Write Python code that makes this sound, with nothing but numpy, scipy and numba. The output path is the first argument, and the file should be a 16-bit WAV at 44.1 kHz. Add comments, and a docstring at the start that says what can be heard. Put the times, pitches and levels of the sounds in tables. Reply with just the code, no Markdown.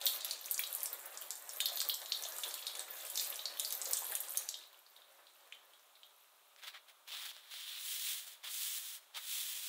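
"""Tap water on leaves, then a paper towel

A thin tap stream breaks over leaves held in a steel sink: noise drives the basin's resonances, and rains of
short rings make the patter and spray. Fat drops splat as spatter and rising bubbles, and slugs thump the floor.
The tap is shut and last drops fall; then a paper towel is folded over the leaves and rubbed, as bands of
clicking fibre noise with crease ticks. One microphone close by, in a quiet hard-walled kitchen."""
import sys
import numpy as np
from scipy import signal
from scipy.fft import rfft, irfft
from scipy.io import wavfile
from scipy.ndimage import uniform_filter1d
from numba import njit

SR = 44100
rng = np.random.default_rng(int(sys.argv[2]) if len(sys.argv) > 2 else 0)


def wav_record(signal):
    """Record a signal, one row per channel, as 16-bit PCM in the file named by sys.argv[1]."""
    frames = np.transpose(np.atleast_2d(signal))
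    bounded = np.clip(frames, -1, 1)
    # unit amplitude maps onto the largest positive 16-bit level
    quanta = np.round(bounded * 32767).astype(np.int16)
    wavfile.write(sys.argv[1], SR, quanta)


N = 426888

# spectrum of the still air: pitch_hz [Hz], density_db [dB per Hz, relative]
AIR_SPECTRUM = [(59, -84), (100, -41), (348, -14.5), (440, -7.5), (479, -14.5), (579, -2), (657, -3.5),
                (715, -4), (1270, -2), (1780, -10), (3890, -6.5), (4600, -14.5), (15700, -12)]
AIR_DB = -66.5
# echo of basin and tiles by band: centre_hz [Hz], width_hz [Hz], t60_s [s], level_db [dB, relative]
ECHO_BANDS = [(970, 1550, 0.29, -11), (3830, 1320, 0.3, -8.5), (7000, 4000, 0.34, -9),
              (13800, 7100, 0.14, -1.5)]
BOTTOM_HZ, TOP_HZ = 306, 15720  # edges of the high-pass and of the recorder's low-pass

# spectrum of the towel's fibres: pitch_hz [Hz], density_db [dB per Hz, relative]
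PAPER_SPECTRUM = [(240, -69), (400, -37), (728, -22), (798, -32), (960, -19.5), (2600, -1.5), (3430, 5),
                  (4890, -1.5), (13900, -12.5), (15700, -6)]
# palm strokes along the towel, one curve for each stroke: time_s [s], rub_db [dB]
STROKES = [
    [(7.33, -58), (7.43, -63.5), (7.49, -60), (7.52, -49.5), (7.57, -49.5), (7.7, -49), (7.79, -49)],
    [(7.79, -54.5), (7.85, -46), (7.92, -43), (7.98, -46.5), (8.06, -43), (8.14, -44), (8.26, -58),
     (8.335, -56.5), (8.36, -69), (8.425, -79)],
    [(8.45, -74), (8.51, -49.5), (8.58, -44), (8.76, -45), (8.82, -51), (8.95, -52.5), (8.975, -61),
     (9.0, -71), (9.14, -83)],
    [(9.17, -60), (9.25, -52.5), (9.33, -44), (9.45, -45), (9.55, -48.5), (9.68, -47.5)],
]
# fibre hiss over the rub, one value for each stroke: hiss_db [dB]
STROKE_HISS = [-1, 4.5, 6, 5]
# folds, presses and pats: start_s [s], length_s [s], rub_db [dB], flex_db [dB], hiss_db [dB]
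RUSTLES = [(6.584, 0.016, -71, -64.5, -66), (6.637, .008, -54, -51, -56),
           (6.674, 0.0074, -49.5, -49, -51.5), (6.744, 0.019, -71, -52, -64),
           (6.885, 0.016, -65, -61.5, -63), (7.084, 0.0072, -48, -55.5, -51),
           (7.122, 0.026, -44, -49, -48.5), (7.17, 0.064, -52, -54, -51),
           (7.256, 0.0075, -47, -47.5, -45.5), (7.292, 0.018, -52, -70, -55), (8.269, .015, -57, -59, -48),
           (8.443, 0.0054, -47, -50, -48), (8.474, 0.0059, -46, -52, -48), (9.151, .012, -48, -52.5, -54),
           (9.171, 0.0038, -49, -45, -45)]
RUSTLE_RISE_DB_PER_S, RUSTLE_FALL_DB_PER_S = 1300, 500
# creases snapping: start_s [s], level_db [dB]
CREASES = [(6.563, -41.5), (6.637, -34.5), (7.078, -37), (7.106, -34), (7.121, -45), (7.136, -39),
           (7.149, -43), (7.258, -44), (7.315, -34.5), (7.366, -36), (7.514, -37), (7.54, -31.5),
           (8.277, -40), (8.438, -36), (8.984, -45), (9.148, -35)]
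# the sheet flexes at FLEX_DB under a firm stroke and follows the rub only by this share
FLEX_DB, FLEX_FOLLOWS, FIRM_RUB_DB = -54.5, 0.57, -45

# resonances of the steel basin: pitch_hz [Hz], width_hz [Hz], level_db [dB, relative]
BASIN_MODES = [(248, 33, -4.5), (374, 31, -4), (574, 32, -2), (632, 54, 0), (747, 63, -5),
               (1050, 560, -9.5), (1670, 64, -4.5)]
# running water, before its uneven surge: time_s [s], patter_db [dB], spray_db [dB]
STREAM_LEVELS = [(0.0, -49, -54.5), (0.09, -54, -38), (0.22, -52.5, -55.5), (0.38, -57, -58),
                 (0.55, -65, -55.5), (0.71, -60.5, -51), (1.02, -64.5, -55), (1.62, -64, -56),
                 (1.79, -54, -47), (2.04, -74, -55), (2.22, -63, -49), (2.59, -55.5, -51.5),
                 (2.89, -62, -56), (3.03, -55.5, -52), (3.14, -57.5, -49), (3.21, -49.5, -43.5),
                 (3.4, -60.5, -53), (3.58, -59.5, -55.5), (3.78, -57.5, -47.5), (4.35, -58.5, -52),
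                 (4.54, -65, -63), (4.7, -75, -73), (6.55, -82.5, -81)]
# spectrum of the fine spray: pitch_hz [Hz], density_db [dB per Hz, relative]
SPRAY_SPECTRUM = [(2940, -55), (5000, -26), (7690, -0.5), (10300, 4), (11800, 7), (15100, 12.5),
                  (15700, -7)]
# water shaken off the leaves, drumming faintly: start_s [s], length_s [s], level_db [dB]
SHAKES = [(4.72, 0.27, -78.5), (5.17, 0.062, -70), (5.49, 0.22, -70.5)]
SHAKE_EDGE_DB_PER_S = 98
# the basin drums at DRUM_DB and follows the spray by this share; once the tap is shut it dies away
DRUM_DB, DRUM_FOLLOWS, USUAL_SPRAY_DB = -59.5, 0.23, -55.5
SHUT_S, DRAIN_DB_PER_S = 4.4, 61

# slugs of water thumping the basin floor: start_s [s], level_db [dB], pitch_hz [Hz]
THUMPS = [(0.015, -44.5, 680), (0.594, -36, 1700), (1.603, -39, 1630), (1.717, -43, 720),
          (1.814, -39, 1570), (2.254, -44.5, 604), (2.386, -40, 1240), (3.869, -43, 600), (4.02, -37, 820),
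          (4.104, -43.5, 610), (4.122, -32.5, 1720), (4.126, -43, 623)]
# last drips from leaf and spout: start_s [s], level_db [dB], bubble_hz [Hz]
DRIPS = [(4.6373, -44, 3840), (4.7297, -53, 3600), (4.7436, -52, 2890), (4.864, -49.5, 4300),
         (4.964, -46.5, 3700), (5.019, -49.5, 3600), (5.2687, -47, 3480), (5.4436, -60, 3180),
         (5.5238, -37, 2940), (5.6501, -51, 15000), (5.7352, -51, 3170), (5.7944, -57, 5900),
         (5.896, -58, 2900), (5.9537, -50.5, 3820), (6.0324, -46, 3150)]
# fat drops: start_s [s], bubble_hz [Hz], bubble_db [dB], spatter_hz [Hz], spatter_db [dB]
FAT_DROPS = [(.014, 3880, -35.5, 9100, -37), (.066, 3880, -21, 7940, -26), (.2084, 3780, -35, 11600, -49),
             (.2467, 4130, -34.5, 11200, -26.5), (.31, 4200, -28.5, 9050, -29.5),
             (.459, 6170, -33.5, 11400, -34.5), (.5113, 4310, -41, 12800, -20.5),
             (.5432, 5900, -43.5, 7100, -28.5), (.579, 5770, -30, 12000, -36),
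             (.593, 2530, -29, 13100, -21.5), (.6364, 3740, -30, 12500, -37),
             (.75, 4100, -60, 12600, -27.5), (.764, 4100, -55, 9100, -37), (.805, 3700, -48, 9200, -34.5),
             (.832, 5830, -47.5, 12800, -24), (.858, 5280, -36.5, 8650, -28),
             (.9298, 3730, -47, 13300, -27.5), (1.058, 3450, -64, 14400, -33),
             (1.174, 5950, -53, 7300, -35), (1.3062, 5600, -32, 7260, -29.5),
             (1.355, 3520, -60, 8700, -36.5), (1.493, 6000, -62, 8050, -32.5),
             (1.5344, 3900, -60, 10100, -37), (1.5699, 3360, -55, 12400, -35),
             (1.6035, 3500, -26, 9500, -22), (1.6575, 3860, -25, 12200, -24.5),
             (1.686, 3600, -35, 7000, -35), (1.7719, 3940, -30.5, 6640, -38),
             (1.8031, 4380, -27, 7800, -28), (1.816, 4200, -31, 8000, -30),
             (1.889, 5060, -47.5, 13800, -19.5), (1.8966, 3630, -25, 14500, -40),
             (1.9415, 3660, -53.5, 7730, -30), (2.0171, 3650, -40.5, 7850, -41),
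             (2.0592, 3430, -41.5, 6640, -40), (2.0957, 4200, -42, 13400, -42),
             (2.1204, 4250, -23.5, 7920, -44), (2.224, 4100, -52, 9300, -34),
             (2.2371, 3130, -43, 6330, -32), (2.251, 3200, -35.5, 6500, -40), (2.322, 5560, -41, 7600, -42),
             (2.3843, 3800, -69, 8550, -32.5), (2.4351, 3430, -28, 6960, -37),
             (2.541, 3910, -38, 11300, -30.5), (2.625, 3940, -37.5, 9000, -52),
             (2.6677, 4400, -29, 8850, -33), (2.7526, 3590, -38.5, 9360, -37),
             (2.7942, 3660, -38, 8400, -31.5), (3.0999, 3840, -61, 11100, -32.5),
             (3.1563, 5660, -30, 7500, -34), (3.1748, 3870, -30.5, 6700, -28.5),
             (3.1963, 4360, -26, 7840, -31), (3.3582, 5760, -40, 10300, -35), (3.392, 3660, -36, 9000, -44),
             (3.4555, 4340, -28.5, 7040, -39), (3.572, 3550, -43, 13600, -40),
             (3.5972, 3820, -32, 9300, -23.5), (3.6484, 4600, -31, 9300, -31.5),
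             (3.706, 3730, -39, 9700, -31), (3.7245, 6100, -31.5, 12500, -26.5),
             (3.8157, 5840, -60, 7530, -27.5), (3.856, 5900, -50, 6800, -30.5),
             (3.91, 5900, -35, 13800, -29), (3.9337, 5950, -29, 8330, -24.5),
             (3.9698, 3900, -41.5, 8900, -26.5), (4.1205, 2420, -58, 13400, -29),
             (4.1522, 3350, -41.5, 10050, -22), (4.204, 4120, -63, 12400, -26),
             (4.236, 3400, -42, 9000, -48), (4.285, 2800, -62, 8000, -37), (4.3204, 3250, -58, 9000, -35.5),
             (4.3567, 3660, -47, 8600, -39), (4.373, 3980, -37.5, 9800, -20.5),
             (4.489, 6000, -29.5, 6730, -29.5), (4.5419, 4000, -33.5, 6540, -50)]
SMALL_DROPS = 10  # lesser drops at chance moments while the tap runs
SMALL_BUBBLE_DB, SMALL_SPATTER_DB, SMALL_SPREAD_DB = -48.5, -43.5, 7  # lowest levels, and the range above them
BUBBLE_START, DRIP_START = 0.881, 0.93  # share of its listed pitch around which a bubble starts its chirp


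def undb(db):
    """Logarithmic level: the amplitude gain is 10 to the power dB / 20."""
    return 10 ** (np.asarray(db) / 20)


def unit(x):
    """Normalisation: the signal is scaled to rms 1."""
    return x / np.sqrt(np.mean(x ** 2))


def band(x, lo_hz, hi_hz):
    """Band-pass filtering: only the range between two frequencies is passed."""
    edges_hz = [lo_hz, min(hi_hz, .45 * SR)]
    return signal.sosfilt(signal.butter(2, edges_hz, "bandpass", fs=SR, output="sos"), x)


def colour(x, points):
    """Spectral shaping: the spectrum is weighted by a curve in dB over log frequency; rms 1."""
    hz, db = np.transpose(points)
    bins_hz = np.arange(len(x) // 2 + 1) * SR / len(x) + 1
    weights = undb(np.interp(np.log(bins_hz), np.log(hz), db))
    return unit(irfft(rfft(x) * weights, len(x)))


def curves(tables):
    """Piecewise-linear control: columns joined in time, with a softened gate that closes outside the spans."""
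    s, *columns = np.transpose(np.concatenate(tables))
    t = np.arange(N) / SR
    on = (t >= s[0]) * (t < s[-1])
    for before, after in zip(tables, tables[1:]):
        on = on * ((t < before[-1][0]) | (t >= after[0][0]))
    return [np.interp(t, s, column) for column in columns], uniform_filter1d(1. * on, size=200)


def bursts(start_s, length_s, rise_db_per_s, fall_db_per_s):
    """Exponential envelopes: each event rises, holds and falls at constant dB per second."""
    t = np.arange(N) / SR - np.asarray(start_s)[:, None]
    before_s = np.maximum(-t, 0)
    after_s = np.maximum(t - np.asarray(length_s)[:, None], 0)
    down_db = rise_db_per_s * before_s + fall_db_per_s * after_s
    return np.exp(-np.minimum(down_db, 200).astype(np.float32) * np.log(10) / 20)


def walk(rate):
    """Random modulation: levels drawn for 1 / rate s each, then smoothed twice."""
    k = int(SR / rate)
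    steps = np.repeat(rng.standard_normal(N // k + 1), k)
    return uniform_filter1d(uniform_filter1d(steps, k), k)[:N]


@njit
def ring(s, hz, cycles, glide, size, count, sr):
    """Damped oscillation: sines swell within a cycle, fall by 1 / e in `cycles`, and climb by glide per cycle."""
    y = np.zeros(count)
    for k in range(len(s)):
        i = int(s[k] * sr)
        a = size[k]
        phase = 0.
        f = hz[k] / sr  # cycles per sample
        fall, rise = np.exp(-f / cycles[k]), 1 + glide * f
        while i < count and a > .003 * size[k]:
            y[i] += a * min(phase, 1.) * np.sin(2 * np.pi * phase)
            phase, f, a, i = phase + f, min(f * rise, .4), a * fall, i + 1
    return y


def grains(s, hz, cycles, glide, db):
    """Superposition: damped rings are summed, plain numbers serving all of them."""
    one = np.ones(len(s))
    return ring(s * one, hz * one, cycles * one, float(glide), undb(db) * one, N, float(SR))


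def scatter(per_s, lo_hz, hi_hz, cycles, glide, spread_db):
    """Random impacts: grains rain at chance moments, a few much larger than the rest; rms 1."""
    when, pitch, luck = rng.random((int(per_s * N / SR), 3)).T
    big = np.minimum(-np.log(1 - luck), 6)  # exponential chance
    hz = lo_hz * (hi_hz / lo_hz) ** pitch
    return unit(grains(when * N / SR, hz, cycles, glide, spread_db * big))


def cluster(s, hz, db, count, length_s, spread, cycles, glide, trail_db):
    """Fragmentation: each event breaks into several grains that trail off after it."""
    late, off = rng.random((len(s), count, 2)).transpose(2, 0, 1)
    late[:, 0], off[:, 0] = 0, .5  # the first grain is on time and on pitch
    pitch_hz = np.minimum(hz[:, None] * np.exp(spread * (2 * off - 1)), .36 * SR)
    start_s = s[:, None] + length_s * late ** 2
    level_db = db[:, None] - trail_db * late
    return grains(start_s.ravel(), pitch_hz.ravel(), cycles, glide, level_db.ravel())


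def still_air():
    """Stationary noise: a steady coloured noise floor whose level wanders slightly."""
    return undb(AIR_DB + 0.18 * walk(3)) * colour(rng.standard_normal(N), AIR_SPECTRUM)


def echo(x, wet_db, count):
    """Diffuse reverberation: each band dies at its own rate; the sound jumps between spots that echo differently."""
    t = np.arange(SR // 2) / SR
    spot = np.repeat(rng.integers(count, size=N // 2000 + 1), 2000)[:N]
    out = x
    for k in range(count):
        tail = np.zeros(len(t))
        for hz, width, t60, db in ECHO_BANDS:
            noise = unit(band(rng.standard_normal(len(t)), hz - width / 2, hz + width / 2))
            tail = tail + undb(db - 60 * t / t60) * noise
        tail = tail * np.clip(t / 0.00043, 0, 1) / np.sqrt(SR)
        out = out + undb(wet_db) * signal.fftconvolve(x * (spot == k), tail)[:N]
    return out


def creases():
    """Buckling: paper gives way suddenly, each snap a broad band-passed tick."""
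    s, db = np.transpose(CREASES)
    snaps = np.zeros(N)
    snaps[(s * SR).astype(int)] = undb(db)
    tick = band(np.arange(2000) == 0, 700, 6000)
    return signal.fftconvolve(snaps, tick / tick.max())[:N]


def towel():
    """Friction: skin drags over embossed paper as dense fibre clicks; the sheet flexes below, creases snap."""
    (rub_db,), on = curves(STROKES)
    hiss_rows = [[(s, db) for s, _ in rows] for rows, db in zip(STROKES, STROKE_HISS)]
    hiss_db = rub_db + curves(hiss_rows)[0][0]
    flex_db = FLEX_DB + FLEX_FOLLOWS * (rub_db - FIRM_RUB_DB)
    flex_db = np.minimum(flex_db, rub_db + 6.0)
    s, length, *levels_db = np.transpose(RUSTLES)
    rustles = undb(levels_db) @ bursts(s, length, RUSTLE_RISE_DB_PER_S, RUSTLE_FALL_DB_PER_S)
    gains = np.hypot(rustles, on * undb([rub_db, flex_db, hiss_db]))
    drag_db = 1.2 * walk(60)  # the hand catches and slips
    clicks_db = 2.76 * np.minimum(rng.standard_exponential(N), 7)
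    fibres = colour(rng.standard_normal(N) * undb(clicks_db), PAPER_SPECTRUM)
    rub = unit(band(fibres, 1470, 4340))
    flex = unit(band(fibres, 690, 2060))
    hiss = unit(band(fibres, 7900, 22000))
    paper = undb(drag_db) * (gains * [rub, flex, hiss]).sum(axis=0)
    # the counter under the sheet answers the pats
    counter = unit(band(rng.standard_normal(N), 620, 1500))
    return paper + undb(-13.5) * rustles[1] * counter + creases()


def basin(x):
    """Modal resonance: the steel bowl's low modes ring over a broad drum tone; rms 1."""
    out = undb(-2.0) * band(x, 468, 2050)
    for hz, width, db in BASIN_MODES:
        out = out + undb(db) * signal.lfilter(*signal.iirpeak(hz, hz / width, SR), x)
    return unit(out)


def stream():
    """Jet break-up: the broken stream drums the steel, patters as small bubbles and hisses as spray."""
    (patter_db, spray_db), on = curves([STREAM_LEVELS])
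    shut_db = -DRAIN_DB_PER_S * np.maximum(np.arange(N) / SR - SHUT_S, 0)
    held_db = np.maximum(spray_db, USUAL_SPRAY_DB - 2.0)
    s, length, db = np.transpose(SHAKES)
    shakes = undb(db) @ bursts(s, length, SHAKE_EDGE_DB_PER_S, SHAKE_EDGE_DB_PER_S)
    blows = undb(DRUM_DB + DRUM_FOLLOWS * (held_db - USUAL_SPRAY_DB) + shut_db) + shakes
    surge_db = 2.5 * walk(25)  # the leaves break the flow unevenly
    drum = basin(rng.standard_normal(N) * undb(2.7 * walk(60)))
    patter = scatter(700, 2000, 6480, cycles=6.6, glide=0.059, spread_db=3.2)
    spray = colour(scatter(4000, 3780, 15100, cycles=3.0, glide=0.037, spread_db=4.9), SPRAY_SPECTRUM)
    # stray droplets tick on the steel
    strays = scatter(98, 6200, 14000, cycles=3.3, glide=0, spread_db=3.1)
    spray = spray + undb(-12.0 + np.maximum(shut_db, -9.0)) * strays
    return on * (blows * drum + undb(patter_db + surge_db) * patter + undb(spray_db + surge_db) * spray)


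def thumps():
    """Blunt impact: heavy slugs thump the steel as a few low, quickly damped rings."""
    s, db, hz = np.transpose(THUMPS)
    return cluster(s, hz, db, count=3, length_s=0.012, spread=0.25, cycles=2.66, glide=0, trail_db=4.0)


def drips():
    """Impact and entrainment: a drip lands with a bright tick and traps bubbles that chirp upward."""
    s, db, hz = np.transpose(DRIPS)
    ticks = grains(s, 2.4 * np.minimum(hz, 5500), 1.8, 0, db - 1.5)
    bubbles = cluster(s, DRIP_START * hz, db, count=2, length_s=0.0099, spread=0.19, cycles=6.9,
                      glide=0.023, trail_db=14.0)
    return ticks + bubbles


def small_drops():
    """Chance arrivals: rows like those of the fat drops, drawn at random."""
    when, low, high, a, b = rng.random((SMALL_DROPS, 5)).T
    bubble_db = SMALL_BUBBLE_DB + SMALL_SPREAD_DB * a
    spatter_db = SMALL_SPATTER_DB + SMALL_SPREAD_DB * b
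    return np.transpose([when * SHUT_S, 3000 * 1.9 ** low, bubble_db, 6500 * 3.4 ** high, spatter_db])


def drops():
    """Bubble entrainment: a drop smacks down, throws spatter and traps bubbles that chirp upward."""
    s, bubble_hz, bubble_db, spatter_hz, spatter_db = np.concatenate([FAT_DROPS, small_drops()]).T
    smack = grains(s, spatter_hz, 2.7, 0, spatter_db + 4.5)
    spatter = cluster(s, spatter_hz, spatter_db, count=12, length_s=0.018, spread=0.49, cycles=4.23,
                      glide=0.0085, trail_db=10.0)
    bubbles = cluster(s, BUBBLE_START * bubble_hz, bubble_db, count=4, length_s=0.013, spread=0.21, cycles=8.6,
                      glide=0.0334, trail_db=15.0)
    return smack + spatter + bubbles


def scene():
    """Superposition of sources: still air, the drier towel on the counter, water in the echoing basin."""
    air = still_air()
    rubbing = echo(towel(), 4.9, count=5)
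    water = echo(stream() + thumps() + drips() + drops(), 15.0, count=10)
    # the microphone cuts the bass; the still air's spectrum already includes this cut
    bass_cut = signal.butter(4, BOTTOM_HZ, "highpass", fs=SR, output="sos")
    mono = signal.sosfilt(bass_cut, rubbing + water) + air
    return np.array([mono, mono])


def record(dry):
    """Band limitation: the recorder cuts the top with a steep low-pass."""
    return signal.sosfilt(signal.ellip(14, .3, 70, TOP_HZ, fs=SR, output="sos"), dry)


dry = scene()
out = record(dry)
wav_record(out)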